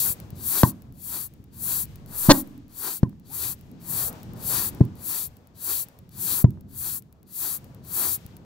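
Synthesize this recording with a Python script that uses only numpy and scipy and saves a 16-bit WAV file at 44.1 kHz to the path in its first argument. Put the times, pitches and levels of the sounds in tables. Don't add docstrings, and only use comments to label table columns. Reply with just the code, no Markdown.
import sys
import numpy as np
from scipy import signal
from scipy.fft import rfft, irfft, next_fast_len
from scipy.io import wavfile
from scipy.ndimage import uniform_filter1d

SR = 44100
rng = np.random.default_rng(int(sys.argv[2]) if len(sys.argv) > 2 else 0)


def rack_gain(trim_db):
    fader = np.asarray(trim_db, float)
    return 10 ** (fader / 20)


def wav_record(signal):
    frames = np.transpose(np.atleast_2d(signal))
    bounded = np.clip(frames, -1, 1)
    quanta = np.round(bounded * 32767).astype(np.int16)
    wavfile.write(sys.argv[1], SR, quanta)


N = 372625
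SIZE = next_fast_len(N)
HZ = np.maximum(np.fft.rfftfreq(SIZE, 1 / SR), 1)
T = np.arange(N) / SR

# start [s], level [dB], first swing [Hz], late swing [Hz], swell [ms].
POP_EVENTS = [
    (0.6334, 0, 222, 95.9, 4.25),
    (2.2861, 0.5, 198.8, 136.8, 3.9),
    (3.0298, -3, 215, 105.4, 3.8),
    (4.805, -9, 213.2, 166.6, 3.2),
    (4.808, 0.5, 235, 108.6, 5.2),
    (6.4413, 3, 186.7, 105, 5.1),
]
# valve shuts [s], length [s], hiss level [dB], roar against hiss [dB].
PUMP_STROKES = [(0.141, 0.37, -23.5, -13.5), (0.716, 0.36, -25, -11), (1.28, 0.34, -32.5, -12),
                (1.85, 0.32, -27, -14), (2.425, 0.35, -25.5, -12), (2.996, .3, -31, -9),
                (3.545, 0.29, -28.5, -9.5), (4.105, .3, -27.5, -12.5), (4.703, .34, -26, -9),
                (5.28, 0.32, -29, -10), (5.846, .29, -27.5, -10.5), (6.436, 0.32, -26.5, -11),
                (6.997, 0.31, -30.5, -13), (7.583, .31, -29, -12.5), (8.171, 0.33, -25, -11.5)]
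# time [s], gain for faint sounds [dB], snap of the sparks [dB].
CAMERA_GAIN = [(0.2, 2.5, 2), (0.8, -6.5, -7.5), (1.36, -10, -12), (1.93, 0, -1), (2.5, -3, -10),
               (3.08, -9, -12.5), (3.63, -4, -10), (4.2, 5, -0.5), (4.8, 3, -4), (5.36, -7, -9),
               (5.93, -4.5, -4), (6.5, -10, -8), (7.08, -15, -10), (7.66, -2.5, -7), (8.25, -1, 0)]


def along(table, column):
    table = np.array(table)
    return np.interp(np.log(HZ), np.log(table[:, 0]), table[:, column])


def above(hz):
    return 1 / (1 + (hz / HZ) ** 8)


def walk(rate):
    hold = int(SR / rate)
    steps = np.repeat(rng.standard_normal(N // hold + 1), hold)
    return 1.5 * uniform_filter1d(uniform_filter1d(steps, hold), hold)[:N]


def soft_min(a, b, soft_db):
    return -soft_db * np.logaddexp(-a / soft_db, -b / soft_db)


def decay(u, t60_s):
    return np.exp(-np.log(1000) * u / t60_s)


def pair(colour, lag_s):
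    a, b = rfft(rng.standard_normal((2, SIZE)))
    like = np.clip(along(colour, column=3), 0, 1)
    right = like * a * np.exp(-2j * np.pi * HZ * lag_s) + np.sqrt(1 - like ** 2) * b
    return np.array([a * rack_gain(along(colour, column=1)), right * rack_gain(along(colour, column=2))])


def band(spectra, shape, lo_hz, hi_hz):
    inside = spectra.mean(0)[(HZ > lo_hz) & (HZ < hi_hz)]
    return irfft(spectra * shape, SIZE)[:, :N] * SIZE / np.sqrt(2 * np.sum(np.abs(inside) ** 2))


def clicks(rows):
    x = np.zeros(SIZE)
    for s, db in rows:
        x[int(s * SR)] += rack_gain(db)
    return rfft(x)


def sag_db():
    sag_db_per_s, back_s = 29.5, 0.14
    shut, length = np.transpose(PUMP_STROKES)[:2]
    start = np.append((shut - length)[1:], N / SR)
    times = np.transpose([shut, start, start + back_s]).ravel()
    levels = np.transpose([0 * shut, sag_db_per_s * (shut - start), 0 * shut]).ravel()
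    return np.interp(T, times, levels)


def shore():
    # frequency in Hz, left in dB, right in dB, likeness of the two sides 0-1.
    shore_colour = [(25.5, -75, -91.5, 0.4), (64, -64.5, -65, 1), (150, -60.5, -60.5, 0.8),
                    (306, -75.5, -74, 0.8), (640, -80, -84, 0.71), (1000, -84, -87, 0),
                    (2050, -95, -100, 0), (4000, -99, -104, 0), (7500, -103, -108, 0.4),
                    (9700, -105, -118, .1), (12500, -104, -104, .1), (15600, -108, -103, .1)]
    # time in s, level in dB.
    wind_rumble = [(0.0, -44.5), (0.45, -41.5), (0.6, -48), (1.03, -45.5), (1.34, -50.5), (1.62, -43),
                   (1.93, -41.5), (2.47, -49), (2.85, -55), (3.55, -45), (4.26, -38.5), (4.82, -39.5),
                   (5.43, -53), (5.98, -51.5), (6.25, -44.5), (6.8, -44.5), (7.22, -54.5), (7.7, -47)]
    gain, sag = np.interp(T, *np.transpose(CAMERA_GAIN)[:2]), sag_db()
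    rumble_db = np.interp(T, *np.transpose(wind_rumble))
    wash_db = -59 + 0.88 * gain + 0.19 * sag
    wash_db = wash_db + 0.19 * (rumble_db + 46)
    spray_db = -64.5 + 0.92 * gain + 2.4 * sag
    sea = pair(shore_colour, 0)
    out = band(sea, 1 - above(140), 50, 350) * rack_gain(rumble_db + 1.8 * walk(13))
    out += band(sea, above(160) - above(420), 50, 320) * rack_gain(rumble_db + 2.0 * walk(22))
    out += band(sea, above(420) - above(1700), 460, 1300) * rack_gain(wash_db + 2.4 * walk(10))
    out += band(sea, above(1700) - above(7500), 2000, 7400) * rack_gain(-62.5 + gain + sag + 0.72 * walk(23))
    return out + band(sea, above(7500), 9000, 15000) * rack_gain(spray_db + 0.9 * walk(15))


def cliff(x):
    u = np.arange(SR) / SR
    grit = rng.standard_normal((2, SR)) + 3.05 * rng.standard_normal(SR)
    late = 1 - np.exp(-(u / 0.014) ** 2)
    slow = rfft(grit * late * decay(u, 0.36), SIZE)
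    slow = slow * (1 - above(340)) * above(68) * rack_gain([[-1.5], [1.5]])
    quick = rfft(grit * late * decay(u, 0.22), SIZE)
    quick = quick * above(260) * rack_gain(-0.5) / (1 + (HZ / 2500) ** 2)
    hollow = rfft(grit[::-1, ::-1] * late * decay(u, 1.3), SIZE)
    hollow = hollow * (above(200) - above(300)) * rack_gain(-9)
    return irfft(rfft(x, SIZE) * (slow + quick + hollow) * rack_gain(-55), SIZE)[:, :N]


def spark_train(count):
    first_s, period_s, slowing_s = 0.2013, 0.103312, 7.5e-7
    k = np.arange(-1, count)
    s = first_s + period_s * k + slowing_s * k ** 2
    gain_db = np.interp(s, *np.transpose(CAMERA_GAIN)[::2]) + 0.99 * np.interp(s, T, sag_db())
    return list(zip(s, -29 + gain_db))


def sparks():
    # frequency in Hz, level in dB.
    snap_colour = [(500, -38.5), (1500, -18), (4000, -9), (7000, -11.5), (9500, -9), (12000, 1.5),
                   (15000, -2.5), (16800, -5)]
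    # delay in ms, left in dB, right in dB.
    rig_paths = [(0, 6, -7), (.25, -12.5, -14.5), (.7, -11, -13.5), (1.0, -10.5, -3), (1.35, -9.5, -9.5),
                 (3.3, -11.5, -21)]
    # time in s, peak in dB.
    valve_ticks = [(3.59, -50), (4.73, -47)]
    colour = rack_gain(along(snap_colour, column=1))
    colour = colour / irfft(colour, SIZE)[0]
    u = np.arange(900) / SR
    scatter = rfft(rng.standard_normal((2, 900)) * np.exp(-u / 0.004) * rack_gain(-28.5), SIZE)
    paths = 0
    for k, (ms, left, right) in enumerate(rig_paths):
        delay = np.exp(-2j * np.pi * HZ * ms / 1000)
        paths = paths + rack_gain([[left], [right]]) * (-1) ** k * delay
    snaps = clicks(spark_train(count=80) + valve_ticks) * colour
    return irfft(snaps * (paths + scatter) * rack_gain(6), SIZE)[:, :N]


def strokes():
    full_share, rise_db, fall_db, round_db = 0.61, 46.5, 35, 3
    open_db_s, shut_db_s, shut_lead_s, shut_soft_db = 500, 1698, 0.0091, 11
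    duck_db, duck_s, duck_lead_s = -5, 0.3, 0.013
    rows = np.array(PUMP_STROKES)
    nearest = np.minimum(np.searchsorted(rows[:, 0] + 0.1, T), len(rows) - 1)
    shut, length, level_db, roar_db = rows[nearest].T
    past = 1 - full_share + (T - shut) / length
    flow = soft_min(rise_db * past, -fall_db * past, round_db)
    flow = flow + open_db_s * np.minimum(T - shut + length, 0)
    valve = soft_min(0 * T, shut_db_s * (shut - shut_lead_s - T), shut_soft_db)
    duck = 0
    for s, db, *_ in POP_EVENTS:
        if db > -8:
            dip = duck_db * np.exp(-np.abs(T - s) / duck_s)
            duck = duck + np.where(T > s - duck_lead_s, dip, 0)
    return flow, level_db + valve + duck, roar_db - (1 - 0.87) * valve


def air():
    # frequency in Hz, left in dB, right in dB, likeness of the two sides 0-1.
    jet_colour = [(244, -56.5, -59, 1), (527, -85, -83, 0.2), (1010, -74.5, -77, 0.7),
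                  (2100, -84, -86, 0.8), (3100, -85, -91.5, 1), (4790, -73, -78, 0.5),
                  (4860, -83, -81.5, 1), (5530, -76, -82, 0.8), (8100, -65, -81, 0.2),
                  (8640, -64.5, -83, 0.1), (10100, -59.5, -84, .45), (10700, -57.5, -72.5, 0.8),
                  (13900, -56.5, -64.5, .55), (15600, -60.5, -59, .65)]
    # centre in Hz, half width in Hz, share taken out 0-1.
    jet_dips = [(2150, 90, .65), (2820, 90, .65), (5100, 120, .7)]
    flow, level_db, roar_db = strokes()
    level_db = level_db + 0.53 * walk(25)
    hiss_db = soft_min(2.06 * (flow + 11.5), 0.32 * flow, 0.5)
    whistle = 1 + 0.56 / (1 + ((HZ - 7500) / 260) ** 2)
    jet = pair(jet_colour, 1.9e-5) * whistle
    for hz, half_hz, share in jet_dips:
        jet = jet * (1 - share / (1 + ((HZ - hz) / half_hz) ** 2))
    hiss = band(jet, above(5200), 8100, 15640) * rack_gain(level_db + hiss_db)
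    intake_db = level_db + roar_db + flow + 0.32 * walk(30)
    intake = band(jet, above(2300) - above(5480), 3000, 5000) * rack_gain(intake_db)
    pipe_db = level_db + roar_db - 5.5 + flow + 2.6 * walk(22)
    return hiss + intake + band(jet, (1 - above(2300)) * above(330), 700, 1800) * rack_gain(pipe_db)


def glides():
    # start in s, level in dB, first Hz, last Hz, length in s.
    sliding_notes = [
        (.634, -20, 1200, 800, .03),
        (3.038, -44, 1100, 920, .04),
        (3.298, -52, 740, 1100, .055),
        (4.82, -49, 1050, 950, .04),
        (6.448, -44, 1090, 850, .035),
    ]
    out = np.zeros(N)
    for s, db, first_hz, last_hz, length in sliding_notes:
        v = np.arange(int(length * SR)) / SR / length
        cycles = length * (first_hz * v + (last_hz - first_hz) * v ** 2 / 2)
        start = int(s * SR)
        out[start:start + len(v)] = rack_gain(db) * np.sin(np.pi * v ** 0.48) * np.sin(2 * np.pi * cycles)
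    return out


def swing(s, db, first_hz, late_hz, swell_ms):
    u = np.arange(4000) / SR
    phase = 2 * np.pi * (late_hz * u + (first_hz - late_hz) * 0.0051 * (1 - np.exp(-u / 0.0043)))
    steep = np.sin(phase) + 0.096 * np.cos(2 * phase) - 0.1 * np.sin(3 * phase)
    v = u * 1000 / swell_ms
    out = np.zeros(N + 4000)
    start = int(s * SR)
    out[start:start + 4000] = rack_gain(db) * (v * np.exp(1 - v)) ** 2.4 * steep
    return out[:N]


def catch(count):
    start_s, period_ms, slowing = 2.2948, 3.12, 1.016
    k = np.arange(count)
    chance = rng.standard_normal((count, 3)).T
    ms = np.cumsum(period_ms * slowing ** k) - period_ms + 0.18 * chance[0]
    lack = np.exp(-k / 2.2)
    return np.transpose([start_s + ms / 1000, -7 * lack + 1.5 * chance[1], 1.5 - 11 * lack,
                         -5 + 2.8 * chance[2]])


def pipe():
    # time in s, level in dB, swing in Hz.
    misfires = [(0.104, -27, 106), (0.33, -26, 102), (0.889, -37.5, 107), (1.401, -33.5, 112.6),
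                (7.638, -43.5, 110), (7.669, -41, 109), (7.758, -37, 111), (7.808, -40.5, 110),
                (7.838, -41.5, 110), (8.179, -38, 110), (8.255, -32, 108.5)]
    # time in s, level in dB, sharpness in dB, organ tone in dB.
    shock_fronts = [
        (.6333, -5, -10.5, -12),
        (3.0318, -25, -7.5, -6),
        (3.129, -51.5, -12.5, -9),
        (4.8098, -33, -6, 6.5),
        (6.4437, -28.5, -1.5, -5.5),
        (6.574, -50.5, -15, -17.5),
    ]
    # resonance in Hz, level in dB, 60 dB decay in s.
    pipe_modes = [(259.3, -16, 0.3), (293, -17, 0.11), (320, 6, 0.029), (583, -4, 0.026), (893, -15, 0.091),
                  (965, 2.5, .018), (1016, -16.5, 0.11), (1198, -5.5, 0.027), (1546, -5, 0.036),
                  (1830, -9.5, 0.049), (4284, 0, .02)]
    low = sum(swing(*pop) for pop in POP_EVENTS)
    low = low + sum(swing(s - 0.003, db, 1.3 * hz, hz, 3.8) for s, db, hz in misfires)
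    s, db, sharp_db, organ_db = np.concatenate([shock_fronts, catch(count=8)]).T
    u = np.arange(12000) / SR
    front = 0.99 * u / 0.00014 * np.exp(1 - u / 0.00025)
    modes = sum(rack_gain(g) * decay(u, t60) * np.sin(2 * np.pi * hz * u) for hz, g, t60 in pipe_modes)
    ring = rfft(front + rack_gain(-10.0) * modes, SIZE)
    sharp = clicks(zip(s, db + sharp_db))
    drive = clicks(zip(s, db + organ_db)) * (1 - above(400))
    drive = drive + clicks(zip(s, db)) * (above(420) - above(2100)) + sharp * above(2600)
    gate = irfft(sharp * rfft(np.exp(-u / 0.0019), SIZE), SIZE)
    spit = rfft(gate * rng.standard_normal(SIZE)) * above(2800) / (1 + (HZ / 7500) ** 4) * rack_gain(2.0)
    return low - irfft(drive * ring + spit, SIZE)[:N]


def scene():
    gas = pipe() + glides()
    top_cut = signal.ellip(12, 0.2, 85, 15720, fs=SR, output="sos")
    steady = signal.sosfilt(top_cut, air() + shore())
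    turn = np.exp(-1j * (0.39 + 2 * np.pi * HZ * 5e-5))
    right = irfft(rfft(gas, SIZE) * turn, SIZE)[:N]
    return steady + sparks() + np.array([gas * rack_gain(1.64), right * rack_gain(-0.84)]) + cliff(gas)


def band_limit(x):
    return signal.sosfilt(signal.butter(12, 16880, fs=SR, output="sos"), x)


def record(dry):
    over = np.maximum(np.abs(dry) - 0.65, 0)
    rounded = dry - np.sign(dry) * (over - 0.31 * np.tanh(over / 0.31))
    top_cut = signal.ellip(12, 0.2, 70, 16750, fs=SR, output="sos")
    return band_limit(signal.sosfilt(top_cut, rounded))


dry = scene()
out = record(dry)
wav_record(out)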